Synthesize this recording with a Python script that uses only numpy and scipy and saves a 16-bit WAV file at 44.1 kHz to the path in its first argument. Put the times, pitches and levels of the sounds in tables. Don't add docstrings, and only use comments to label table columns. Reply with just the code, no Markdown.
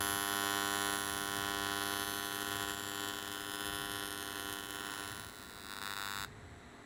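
import sys
import numpy as np
from scipy import signal
from scipy.io import wavfile
from scipy.ndimage import uniform_filter1d

SR = 44100
rng = np.random.default_rng(int(sys.argv[2]) if len(sys.argv) > 2 else 0)


def to_wav(sig):
    pcm = np.clip(np.atleast_2d(sig), -1, 1) * 32767
    pcm = np.round(pcm).astype(np.int16)
    wavfile.write(sys.argv[1], SR, pcm.T)


N = 302085

ARC_HZ, FIRST_STRIKE_S, ARC_OUT_S = 99.9967, .00654, 6.252
CLEANING_S = .00246

# (frequency [Hz], strike [dB], return snap [dB], either snap of the thin arc [dB])
SNAP_SPECTRA = [(102, -5, -29.5, -14), (393, -4.5, -9.5, -16.5), (633, -17, -13.5, -16.5),
                (1080, -11.5, -2.5, -5.5), (1533, -7.5, -3.65, -5.5), (2430, -19, -16.3, -6),
                (4030, -17, -16, -10.5), (6100, -16, -16.5, -19), (9840, -16.5, -24.5, -22),
                (13700, -16, -33.5, -19.5), (16100, -39.5, -24, -25)]
# (frequency [Hz], width [Hz], gain at the start of the joint [dB], gain further along [dB])
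FULL_ARC_PEAKS = [(188, 120, 1.5, -3), (297, 210, -1, 1), (594, 150, 6, -4.5), (783, 123, 2.5, 2),
                  (1150, 550, -1, -4), (2250, 224, -6, -16.5), (3200, 636, 6.5, 10.5), (4140, 180, 2, -1),
                  (4680, 255, -4, -9.5), (5490, 300, -3, -8), (6050, 490, 4.5, -9), (6400, 480, -6.5, 0),
                  (7440, 1040, 9, 2), (8160, 1610, -11.5, -11.5), (9240, 400, -1, 9), (10100, 500, 4.5, -2),
                  (11160, 930, 11, 8), (12730, 1880, -10, -18.5), (15040, 550, 12, 13)]
# (frequency [Hz], width [Hz], gain [dB])
THIN_ARC_PEAKS = [(1000, 100, -1), (1430, 570, 5), (2240, 640, -10), (3150, 320, -27), (3730, 680, 8.5),
                  (4390, 160, -12), (4940, 330, 4), (5920, 720, -9), (8200, 570, 7), (10800, 300, -8),
                  (12800, 530, -17)]
# (time [s], travel [0-1], thinness [0-1])
TORCH_PATH = [(1.2, 0.23, 0), (2.8, 0.7, 0), (3.6, 1, 0.07), (4.7, 1, 0.07), (5.2, 0.6, 0.28),
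              (5.6, 0.9, 0.93)]
# (time [s], length [s], depth [dB])
ROD_DABS = [(-0.05, 0.5, 1.6), (0.95, 0.53, 2.3), (2.03, 0.5, 2.0), (2.71, 0.37, 3.1), (3.1, 0.56, 2.7),
            (4.04, 0.4, 2.6), (4.59, 0.23, 2.9)]
# (time [s], strike [dB], return snap [dB])
CURRENT_EASE = [(4.2, 0, 0), (5.0, -3.1, -0.3), (5.18, -4.5, -5.5), (5.33, -13.5, -12.5),
                (5.63, -12.3, -15), (5.71, -5, -12), (5.87, -0.2, -12)]
# (time [s], boost [dB])
ARC_SPITS = [(1.367, 2.5), (2.707, 2.5), (3.087, 4), (3.917, 4.5), (4.527, 7), (4.707, 7)]
# (time [s], length [s], gain [dB])
ARC_MISFIRES = [(5.672, 0.01, -2.5), (5.742, 0.02, -4.5), (5.772, 0.01, -3.5), (5.792, 0.02, -8),
                (5.842, 0.01, -3), (5.882, 0.01, -4), (5.942, 0.02, -6)]
# (frequency [Hz], gain [dB])
SIZZLE_SPECTRUM = [(200, -5.5), (700, 8.5), (1400, 11), (2400, 13), (3200, 5), (6000, 11.5), (11000, 4),
                   (16000, 11)]
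# (peak time [s], half width [s], boost [dB])
OXIDE_FLARES = [(2.55, 0.12, 4), (4.96, 0.19, 6.5)]
# (frequency [Hz], time to fall 60 dB [s])
ROOM_DECAY = [(200, 0.15), (1500, 0.13), (5000, 0.2), (15000, 0.12)]
# (frequency [Hz], relative level [dB])
AIR_SPECTRUM = [(25, -17), (70, -6), (150, -11.5), (260, -4.5), (400, -12.5), (550, -13.5), (1000, -13),
                (1800, -15), (2900, -27), (5000, -28), (9000, -38), (12000, -42), (16000, -56)]
# (frequency [Hz], width [Hz], gain [dB])
GAS_PEAKS = [(2000, 160, 5.5), (3880, 780, 8), (5000, 810, -9), (7800, 710, 13.5), (8700, 600, -9),
             (9600, 600, 9)]
# (frequency [Hz], level [dB])
HUM_TONES = [(242, -68.5), (366, -71), (415, -66.5), (694, -71.5)]
# (frequency [Hz], relative level [dB])
RUMBLE_SPECTRUM = [(25, -34), (50, -7), (72, -1), (110, -3), (170, -12), (400, -32), (1500, -70)]
# (time [s], length [s], level [dB])
RUMBLE_SWELLS = [(-0.1, 0.55, -54.5), (1.05, 0.85, -56.5), (2.45, 0.55, -56.5), (3.6, 0.58, -53),
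                 (5.02, 0.48, -55), (6.12, 0.68, -54.5)]


def arc(size=1024, jitter_db=0.4, unrest_db=1.8, flicker_db=3.0, treble_hz=4500, dip_hz=650):
    times = np.arange(FIRST_STRIKE_S, ARC_OUT_S, 1 / ARC_HZ)[:, None]
    hz = np.fft.rfftfreq(size, 1 / SR)
    travel, thin = curve(TORCH_PATH, times, axis=1), curve(TORCH_PATH, times, axis=2)
    strike_db, back_db, treble_db, sizzle_db = arc_levels(times, thin)
    treble = hz ** 4 / (hz ** 4 + treble_hz ** 4)
    ripple_db = 3.5 * (1 - thin / 2) * hand_echoes((len(times), len(hz)))
    strike, back = snaps(hz, travel, thin, treble * (treble_db + ripple_db))
    uneven_db = jitter_db + unrest_db * (1 - thin) * times / ARC_OUT_S
    chance = rng.uniform(-1, 1, (len(times), 4)) * np.sqrt(3)
    strike_jitter, back_jitter, flicker, crispness = np.hsplit(chance, 4)
    strike_gain = amp(strike_db + uneven_db * (strike_jitter + treble * crispness))
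    back_gain = amp(back_db + uneven_db * back_jitter)
    dip = amp(-11) * (1 - thin) * np.exp(-(hz / dip_hz) ** 2) * delay(hz, -.00031)
    sizzle = oxide_sizzle(hz, size, sizzle_db + flicker_db * flicker)
    cycles = strike_gain * (strike - dip) - back_gain * back * delay(hz, CLEANING_S) + sizzle * strike
    starts = (times * SR).astype(int) - size // 8
    waves = np.fft.irfft(cycles * delay(hz, times - starts / SR))
    buzz = np.bincount((starts + np.arange(size)).ravel(), waves.ravel(), N)
    return signal.sosfilt(signal.butter(1, 40, "high", fs=SR, output="sos"), buzz)


def arc_levels(times, thin, spit_body=0.5, treble_hold=0.42):
    duck = sum(db * envelope(times, at, length, attack=.03, release=.19) for at, length, db in ROD_DABS)
    ease = curve(CURRENT_EASE, times, axis=1)
    spits = sum(db * (abs(times - at) < .5 / ARC_HZ) for at, db in ARC_SPITS)
    misfires = sum(db * (times > at) * (times < at + length) for at, length, db in ARC_MISFIRES)
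    flares = sum(db * np.exp(-((times - at) / width) ** 2) for at, width, db in OXIDE_FLARES)
    strike = 4.8 - 0.74 * times - duck + ease + spit_body * spits + misfires
    back = 6.2 - 1.95 * times - 1.2 * duck + curve(CURRENT_EASE, times, axis=2)
    sizzle = -15.3 - 0.7 * times + ease + flares - 6.5 * thin
    treble = -1.8 + treble_hold * (duck - ease) + 1.2 * thin + (1 - spit_body) * spits
    return strike, back, treble, sizzle


def snaps(hz, travel, thin, brightness_db, glide=0.069):
    full_db = (1 - travel) * bumps(FULL_ARC_PEAKS, hz) + travel * bumps(FULL_ARC_PEAKS, hz, axis=3)
    slide = 1 + glide * (1 - thin)
    thin_db = spectrum(SNAP_SPECTRA, hz, axis=3) + bumps(THIN_ARC_PEAKS, hz / slide)
    shared_db = (1 - thin) * full_db + thin * thin_db + brightness_db
    strike = causal((1 - thin) * spectrum(SNAP_SPECTRA, hz, axis=1) + shared_db)
    back = causal((1 - thin) * spectrum(SNAP_SPECTRA, hz, axis=2) + shared_db)
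    return strike, back


def oxide_sizzle(hz, size, gain_db):
    shape = (len(gain_db), size)
    bursts = rng.standard_normal(shape) * amp(1.5 * np.minimum(rng.exponential(1, shape), 5))
    cleaning = np.arange(size) / SR < CLEANING_S
    bursts = evened(bursts * cleaning) / np.sqrt(size)
    return np.fft.rfft(bursts) * amp(gain_db + spectrum(SIZZLE_SPECTRUM, hz))


def hand_echoes(shape):
    return evened(signal.convolve2d(drift(shape, size=45), np.hanning(15)[None], "same"))


def cup_scatter(x, bounce_s=.00022, leak=.3, above_hz=2600):
    hz = np.fft.rfftfreq(N, 1 / SR)
    direct = 1 - leak * hz ** 4 / (hz ** 4 + above_hz ** 4)
    echo = delay(hz, bounce_s)
    return np.fft.irfft(np.fft.rfft(x) * (direct + echo) / (1 + direct * echo), N)


def workshop(x, wet_db=-15.0):
    taps = rng.choice([-1., 1.], SR // 2) * (rng.random(SR // 2) < .06)
    taps[:round(.004 * SR)] = 0
    hz, t, bands = signal.stft(taps, SR, nperseg=256)
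    decay = amp(-60 * t / spectrum(ROOM_DECAY, hz)[:, None])
    tail = signal.istft(bands * decay, SR, nperseg=256)[1]
    return x + amp(wet_db) * signal.fftconvolve(x, tail / np.linalg.norm(tail))[:N]


def gas_hiss(hz, level_db=-55.5):
    return amp(level_db) * noise(spectrum(AIR_SPECTRUM, hz) + bumps(GAS_PEAKS, hz))


def machine_hum(t, waver_rad=0.9):
    return sum(amp(db) * np.sqrt(2) * np.sin(2 * np.pi * hz * t + waver_rad * drift(N, size=6000))
               for hz, db in HUM_TONES)


def rumble(t, hz, floor_db=-66):
    swells = sum(amp(db) * envelope(t, at, length, attack=.1, release=.38)
                 for at, length, db in RUMBLE_SWELLS)
    return np.hypot(amp(floor_db), swells) * noise(spectrum(RUMBLE_SPECTRUM, hz))


def amp(db):
    return 10 ** (np.asarray(db) / 20)


def evened(x):
    return x / np.sqrt(np.mean(x ** 2) + 1e-20)


def delay(hz, seconds):
    return np.exp(-2j * np.pi * hz * seconds)


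def envelope(t, start, length, attack, release):
    return np.clip(np.minimum((t - start) / attack, (start + length - t) / release), 0, 1)


def curve(rows, t, axis=1):
    rows = np.array(rows)
    return np.interp(t, rows[:, 0], rows[:, axis])


def spectrum(rows, hz, axis=1):
    rows = np.array(rows)
    return np.interp(np.log(hz + 1), np.log(rows[:, 0] + 1), rows[:, axis])


def bumps(rows, hz, axis=2):
    return sum(row[axis] / (1 + (2 * (hz - row[0]) / row[1]) ** 2) for row in rows)


def drift(shape, size):
    return evened(uniform_filter1d(uniform_filter1d(rng.standard_normal(shape), size, 0), size, 0))


def causal(db):
    cepstrum = np.fft.irfft(np.log(amp(db)))
    half = cepstrum.shape[-1] // 2
    cepstrum[..., 1:half] *= 2
    cepstrum[..., half + 1:] = 0
    return np.exp(np.fft.rfft(cepstrum))


def noise(db):
    return evened(np.fft.irfft(np.fft.rfft(rng.standard_normal(N)) * amp(db), N))


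def scene():
    hz, t = np.fft.rfftfreq(N, 1 / SR), np.arange(N) / SR
    return (workshop(cup_scatter(arc())) + gas_hiss(hz) + machine_hum(t) + rumble(t, hz))[None]


def record(dry):
    low_pass = signal.firwin(511, 16100, window=("kaiser", 9), fs=SR)
    return signal.oaconvolve(dry, low_pass[None], "same")


dry = scene()
out = record(dry)
to_wav(out)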